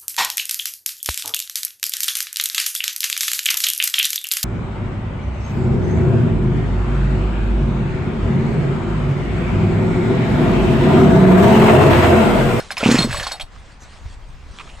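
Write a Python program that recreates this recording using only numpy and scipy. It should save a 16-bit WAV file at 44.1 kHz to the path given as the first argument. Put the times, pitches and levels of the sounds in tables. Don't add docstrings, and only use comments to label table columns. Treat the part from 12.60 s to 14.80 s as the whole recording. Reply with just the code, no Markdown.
import sys
import numpy as np
from scipy import signal
from scipy.fft import rfft, irfft, next_fast_len
from scipy.io import wavfile
from scipy.ndimage import uniform_filter1d, map_coordinates

SR = 44100
rng = np.random.default_rng(int(sys.argv[2]) if len(sys.argv) > 2 else 0)


def store_wav(level_fs):
    pcm = np.round(np.clip(np.atleast_2d(level_fs), -1, 1) * 32767)
    wavfile.write(sys.argv[1], SR, pcm.T.astype(np.int16))


def boost(x):
    u = np.asarray(x, float) / 20
    return 10 ** u


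N = 97020

# (port opens [s], level [dB], port stays open [s], muffler pitch [Hz])
PISTON_STROKES = [(0.23, -15, 0.01, 231), (0.2606, -3.5, 0.015, 222), (.289, -3, 0.0099, 236),
                  (0.3147, -5.5, 0.0109, 235), (0.3447, -6, 0.012, 252), (0.39, -8.5, 0.019, 182.4),
                  (0.408, -10.5, 0.013, 167), (0.447, -11, 0.027, 231), (0.494, -21, 0.019, 127),
                  (0.537, -24, 0.02, 83), (0.588, -25.5, 0.018, 95), (.628, -38.5, .02, 82.7)]
# (frequency [Hz], level [dB])
PUFF_COLOUR = [(150, -29), (400, -7), (900, -17.5), (2500, -26), (9000, -74)]
# (time [s], level [dB], pitch [Hz], T60 [s])
HOUSING_KNOCKS = [(0, -24.5, 1464, 0.059), (.1058, -13.5, 1650, .016), (.111, -25.5, 770, 0.029),
                  (.1205, -18, 2290, 0.014), (.1689, -14, 2620, 0.023), (.1705, -27, 1030, 0.043),
                  (.1785, -15.5, 2250, 0.038), (.204, -16.5, 3070, 0.024), (.2105, -17.5, 1387, 0.041),
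                  (.2238, -25, 2500, 0.03), (.2307, -29, 2720, 0.018), (.2377, -10, 2300, 0.022),
                  (.2542, -14, 2480, 0.028), (.2595, -14, 864, .015), (.2806, -13, 3720, 0.023),
                  (.3066, -16, 3500, 0.017), (.3121, -14, 4200, 0.053), (.338, -17, 3000, 0.013),
                  (.383, -24, 1550, 0.026), (.5038, -22, 1760, 0.016), (.5092, -17.5, 1650, 0.038),
                  (.526, -20.5, 3770, 0.017), (.5285, -15.5, 1800, 0.025), (.5452, -14.5, 1130, .03),
                  (.569, -21, 1900, 0.029), (.5975, -20, 1724, 0.061), (.5985, -18.5, 3200, 0.024),
                  (.628, -19.5, 1640, 0.024), (.631, -20, 6200, .02), (.6672, -17, 1070, .035),
                  (0.668, -23, 6030, 0.029), (.6885, -28, 755, 0.026), (.7135, -21.5, 1590, 0.018),
                  (.717, -25.5, 695, 0.08), (.72, -20, 6100, 0.027), (.798, -20, 2350, 0.032),
                  (.8005, -21.5, 3220, 0.033), (.8098, -18.5, 3260, 0.05), (.811, -41, 1150, 0.033),
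                  (.823, -39.5, 740, .05)]
# (time [s], pawl level [dB], spring level [dB], cup level [dB], free to ring [s])
STEEL_STRIKES = [(0, -26, -31, -40, .005), (.112, -21, -31, -36, .015), (.179, -15, -50, -44, .009),
                 (.384, -27, -11, -29, .011), (.397, -26, -21, -32, .018), (.42, -28, -12.5, -30, .014),
                 (.436, -36, -28, -29, .02), (.51, -38, -33, -35, .015), (.527, -34, -31, -31, .04),
                 (.555, -38, -28, -36, .015), (.57, -33, -24, -28.5, .045), (.63, -32, -25, -41, .022),
                 (.668, -28, -23, -40, .017), (.716, -24, -22, -34, .045), (.811, -40, -30, -34, .018)]
# (frequency [Hz], level [dB], T60 [s])
PAWL_MODES = [(5170, -3, .045), (6940, -16, .05), (10720, -21, .2), (13230, -33, .2), (6250, -22, .06)]
# (frequency [Hz], level [dB], T60 [s])
SPRING_MODES = [(4350, -2.5, .15), (3835, -12, .2), (3605, -17, .2), (3330, -18, .08), (740, -18, .42),
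                (1100, -17.5, .1)]
# (frequency [Hz], level [dB], T60 [s])
CUP_MODES = [(7882, -2.5, .14), (8735, -13, .14), (9055, -11, .1), (10250, -18, .14), (10680, -15, .2),
             (11300, -25, .15), (12200, -27, .15), (12700, -28, .15), (13200, -26, .2), (13800, -32, .15)]
# (frequency [Hz], level [dB])
SCRAPE_COLOUR = [(380, -61), (560, 9.5), (1800, 4.5), (4200, 5.5), (9000, -11.5), (13500, -15.5),
                 (15500, -67)]
# (time [s], level [dB])
ROPE_SPEED = [(.17, -47), (.2, -31), (.26, -25.5), (.33, -20.5), (.43, -24.5), (.47, -36), (.53, -31.5),
              (.68, -33.5), (.79, -47)]
# (frequency [Hz], level [dB])
WHIR_COLOUR = [(350, -13.5), (650, 0), (1700, -0.5), (2700, -1), (5500, -8.5), (8000, -13), (13500, -39),
               (15500, -62)]
# (time [s], level [dB], length [s], pitch [Hz])
FINGER_TAPS = [(0.934, -50, 0.0028, 1790), (.961, -42.5, 0.0063, 1230), (1.987, -29.5, 0.0015, 2470),
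               (1.9877, -37, 0.0039, 1230), (1.99, -38, 0.0022, 2600), (1.9965, -32, .002, 2390),
               (1.997, -42, 0.002, 1010), (2.002, -34.5, 0.012, 1150), (1.999, -33.5, 0.02, 2620),
               (2.074, -40, .004, 2770), (2.076, -40, .005, 1210), (2.092, -37.5, 0.017, 2760)]
# (middle [s], level [dB], half
# length [s], pitch [Hz])
SWISHES = [(0.211, -31.5, 0.0089, 557), (0.235, -22, 0.0082, 527), (.255, -20.5, 0.03, 2586),
           (0.32, -24, .008, 6900), (0.344, -30, 0.013, 7160), (0.409, -34, 0.019, 530),
           (0.445, -32, 0.0094, 576), (0.553, -36, 0.033, 600), (0.611, -34, 0.013, 580),
           (0.746, -38, 0.016, 736), (1.227, -48, 0.022, 6300)]
# (frequency [Hz], left minus right [dB])
SAW_TILT = [(60, -0.3), (380, -1), (2380, -2.1), (6000, -1), (15000, 3.5)]
# (frequency [Hz], left leads by [rad])
SAW_LEAD = [(100, 0.055), (1000, -0.23), (5000, -0.76), (10000, 0.05), (12500, -1.5)]
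# (frequency [Hz], T60 [s])
WALL_DECAY = [(200, 0.55), (2000, 0.098), (10000, 0.05)]
# (time [s], level [dB])
SLEEVE_MOVES = [(0, -37), (.09, -46), (.86, -75), (.93, -52), (.96, -51.5), (1.1, -50.5), (1.13, -53),
                (1.2, -62), (1.225, -46.5), (1.27, -48.5), (1.33, -45.5), (1.42, -53), (1.54, -46),
                (1.57, -58), (1.88, -54), (1.94, -46), (2.08, -46), (2.2, -47)]
# (frequency [Hz], level [dB])
CLOTH_COLOUR = [(150, 7), (350, 4.5), (1200, 6.5), (3200, 2.5), (5500, -3), (8500, -5.5), (10500, -18),
                (13000, -47)]
# (time [s], level [dB])
GUSTS = [(0.0, -40), (0.18, -52), (0.21, -40), (0.54, -29.5), (0.79, -47), (0.84, -31), (0.88, -45),
         (0.99, -36.5), (1.05, -43), (1.4, -42.5), (1.46, -26.5), (1.49, -36), (1.75, -35), (1.78, -40.5),
         (1.91, -34), (1.96, -45.5), (2.13, -37.5), (2.2, -38)]
# (frequency [Hz], level [dB])
BUFFET_COLOUR = [(12, -11.5), (25, -2.5), (60, -7), (120, -18.5), (250, -39), (600, -71)]
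# (frequency [Hz], level [dB])
YARD_COLOUR = [(80, -22), (130, -5), (330, -14.5), (600, -15), (1000, -12.5), (2000, -19.5), (4500, -28.5),
               (9000, -40.5), (13000, -66)]
# (frequency [Hz], left-right likeness [0-1])
YARD_LIKENESS = [(100, 1), (400, 0.81), (2400, 0.36)]


def unit(x):
    return x / np.sqrt(np.mean(x ** 2) + 1e-20)


def along(points, hz):
    f, v = np.transpose(points)
    return np.interp(np.log(hz + 1), np.log(f + 1), v)


def curve(rows):
    s, db = np.transpose(rows)
    before = -120 if s[0] > 0.05 else None
    after = -120 if s[-1] < 2 else None
    return np.interp(np.arange(N) / SR, s, db, left=before, right=after)


def wobble(rate):
    knots = rng.standard_normal(int(N * rate / SR) + 4)
    return map_coordinates(knots, [np.arange(N) * rate / SR])


def filtered(x, response):
    m = next_fast_len(N + SR // 2)
    return irfft(rfft(x, m) * response(np.fft.rfftfreq(m, 1 / SR)), m)[..., :N]


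def rush(colour, alike, patchy_db, grain_db=0):
    raw = rng.standard_normal((2, N)) * boost(grain_db * wobble(900))
    z = signal.stft(raw, nperseg=512)[2]
    patches = uniform_filter1d(rng.standard_normal(z.shape[1:]), 6, axis=0)
    patches = uniform_filter1d(patches, 8, axis=1)
    pair = signal.istft(z * boost(patchy_db * unit(patches)), nperseg=512)[1][:, :N]

    def mid_side(hz):
        angle = np.arccos(np.clip(along(alike, hz), -1, 1)) / 2
        return boost(along(colour, hz)) * [np.cos(angle), np.sin(angle)]

    mid, side = filtered(pair, mid_side)
    return unit(np.array([mid + side, mid - side]))


def add(track, s, x):
    part = track[max(round(s * SR), 0):][:len(x)]
    part += x[:len(part)]


def hollow(hz, width, shape):
    raw = shape * rng.standard_normal(len(shape)) * boost(3 * wobble(900)[:len(shape)])
    raw[:3] += 4 * shape[0]
    broad = signal.lfilter(*signal.iirpeak(hz, 0.7, fs=SR), raw)
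    out = signal.lfilter(*signal.iirpeak(hz, 1 / width, fs=SR), broad)
    return out / np.abs(out).max()


def piston():
    open_t60, shut_t60 = 0.26, 0.05
    blow_s, steady = 0.0077, 0.49
    suck_turns, suck_db, shut_db, puff_db = 0.46, 1.5, -8, -16
    overtone_db, overtone_t60 = -12.5, 0.064
    case_hz, case_db, case_t60 = 126.9, -14, 0.25
    low_hz = 69
    tone, gate, t = np.zeros(N), np.zeros(N), np.arange(SR // 8) / SR
    for s, db, open_s, hz in PISTON_STROKES:
        fade = boost(-60 * np.minimum(t, open_s) / open_t60 - 60 * np.maximum(t - open_s, 0) / shut_t60)
        fade *= steady + (1 - steady) * np.exp(-(t / blow_s) ** 2)
        turn = 2 * np.pi * hz * t
        overtone = boost(overtone_db - 60 * t / overtone_t60) * np.sin(2 * turn)
        case = boost(case_db - 60 * t / case_t60) * np.sin(2 * np.pi * case_hz * t)
        blow = fade * (np.sin(turn) + overtone) + case
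        suck_s = suck_turns / hz
        suck = -boost(suck_db) * np.sin(np.pi * np.clip(t / suck_s, 0, 1))
        add(tone, s - suck_s + 0.0012, boost(db) * suck)
        add(tone, s + 0.001, boost(db) * blow)
        add(tone, s + open_s, boost(db + shut_db) * suck * 2)
        add(gate, s - suck_s, boost(db + puff_db) * fade)
    puff = gate * unit(filtered(rng.standard_normal(N), lambda hz: boost(along(PUFF_COLOUR, hz))))

    def bass_limit(hz):
        return hz / (hz - 1j * low_hz) * hz ** 4 / (hz ** 4 + low_hz ** 4)

    return filtered(tone + puff, bass_limit)


def ringing(modes, t):
    out = 0
    for hz, db, t60 in modes:
        level = db + rng.normal(0, 1) + 1.2 * wobble(90)[:len(t)] - 60 * t / t60
        phase = rng.uniform(0, 2 * np.pi) + 0.33 * wobble(145)[:len(t)]
        out = out + boost(level) * np.sin(2 * np.pi * hz * t + phase)
    return out


def steel_response(f):
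    out = 0
    for hz, db, t60 in SPRING_MODES + PAWL_MODES + CUP_MODES:
        damping = 1j * f * 4 / t60
        out = out + boost(db) * damping / (hz * hz - f * f + damping)
    return out


def knocks_and_scrapes():
    taut_s, slack_s, tight_db = 0.2, 0.38, -8
    knock_db, scrape_db, scrape_t60, scrape_rise_s = -0.5, -16, 0.092, 0.00052
    body, scrape, t = np.zeros(N), np.zeros(N), np.arange(SR // 6) / SR
    for s, db, hz, t60 in HOUSING_KNOCKS:
        width = np.clip(0.14 * 0.025 / t60, 0.05, 0.3)
        add(body, s, boost(db + knock_db) * hollow(hz, width, boost(-60 * t / t60)))
        level = db + scrape_db + tight_db * (taut_s < s < slack_s)
        add(scrape, s, boost(level - 60 * t / scrape_t60) * (1 - np.exp(-t / scrape_rise_s)))
    return body + scrape * rush(SCRAPE_COLOUR, [(1000, 1)], patchy_db=1.2, grain_db=2)[0]


def struck_steel():
    held_t60, held_floor_db = 0.0094, -10
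    ring_db, rise_s = 3, 0.002
    wound_till_s, wound_sag = 0.45, 0.978
    out, t = np.zeros(N), np.arange(SR // 6) / SR
    for s, pawl_db, spring_db, cup_db, free_s in STEEL_STRIKES:
        damped_db = np.maximum(-60 * np.maximum(t - free_s, 0) / held_t60, held_floor_db)
        held = boost(ring_db + damped_db) * (1 - np.exp(-t / rise_s))
        pawl = boost(pawl_db) * ringing(PAWL_MODES, t)
        spring = boost(spring_db) * ringing(SPRING_MODES, t * (wound_sag if s < wound_till_s else 1))
        cup = boost(cup_db) * ringing(CUP_MODES, t)
        add(out, s, held * (pawl + spring + cup))
    return out


def running_rope():
    rattle_db, tight_db, slack_s = -5, -8, 0.38
    whir = rush(WHIR_COLOUR, [(1000, 1)], patchy_db=1.5, grain_db=2)[0]
    speed = boost(curve(ROPE_SPEED) + 0.8 * wobble(60))
    grit = speed * rng.standard_normal(N) * boost(3 * wobble(300))
    steel_gain = np.std(filtered(rng.standard_normal(N), steel_response))
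    rattle = filtered(grit, steel_response) / steel_gain / 2
    return speed * whir + boost(rattle_db + tight_db * (np.arange(N) < slack_s * SR)) * rattle


def fingers_and_rubs():
    out, t = np.zeros(N), np.arange(SR // 6) / SR
    for s, db, length_s, hz in FINGER_TAPS:
        add(out, s, boost(db + 5.5) * hollow(hz, 0.24, np.exp(-(t / length_s) ** 4)))
    for s, db, half_s, hz in SWISHES:
        add(out, s - 2 * half_s, boost(db + 9) * hollow(hz, 0.11, np.exp(-(t / half_s - 2) ** 2)))
    return out


def saw_in_stereo(near):
    side = np.array([[0.5], [-0.5]])

    def place(hz):
        return boost(side * along(SAW_TILT, hz)) * np.exp(1j * side * along(SAW_LEAD, hz))

    return filtered(near[None], place)


def walls(near):
    delay_s, low_hz, bright_hz, level_db = 0.006, 600, 9400, -17
    back = filtered(near, lambda hz: (hz / (hz - 1j * low_hz)) ** 2 * (1 + (hz / bright_hz) ** 4))
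    hz, t, z = signal.stft(rng.standard_normal((2, SR // 4)), SR, nperseg=256)
    decay = boost(-60 * t / along(WALL_DECAY, hz)[:, None])
    tail = signal.istft(z * decay, SR, nperseg=256)[1]
    delayed = np.pad(back, (round(delay_s * SR), 0))[None]
    return boost(level_db) * signal.fftconvolve(delayed, tail / np.linalg.norm(tail[0]), axes=1)[:, :N]


def sleeves():
    cloth = rush(CLOTH_COLOUR, [(2000, 0.81), (10000, 1.0)], patchy_db=3.0, grain_db=1.15)
    return boost(curve(SLEEVE_MOVES) + 0.62 * wobble(29.3)) * cloth


def wind():
    steadied_s = 0.05
    buffet = rush(BUFFET_COLOUR, [(25, 0.58), (120, 0.97)], patchy_db=-0.5)
    power = uniform_filter1d(np.mean(buffet ** 2, axis=0), round(steadied_s * SR))
    return boost(curve(GUSTS)) * buffet / np.sqrt(np.abs(power) + 0.05)


def yard():
    return boost(-49 + 0.13 * wobble(3.6)) * rush(YARD_COLOUR, YARD_LIKENESS, patchy_db=-1.4)


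def scene():
    near = piston() + knocks_and_scrapes() + struck_steel() + running_rope() + fingers_and_rubs()
    return saw_in_stereo(near) + walls(near) + sleeves() + wind() + yard()


def roll_off(x):
    return signal.sosfilt(signal.butter(12, 16010, fs=SR, output="sos"), x)


def record(dry):
    top_hz, notch_hz, notch_width_hz, notch_depth = 15900, 9650, 300, 0.7

    def limit_and_dip(hz):
        dip = 1 - notch_depth * np.exp(-((hz - notch_hz) / notch_width_hz) ** 2)
        return (hz < top_hz) * dip

    mix = np.clip(filtered(dry, limit_and_dip), -1, 1)
    return roll_off(mix)


dry = scene()
out = record(dry)
store_wav(out)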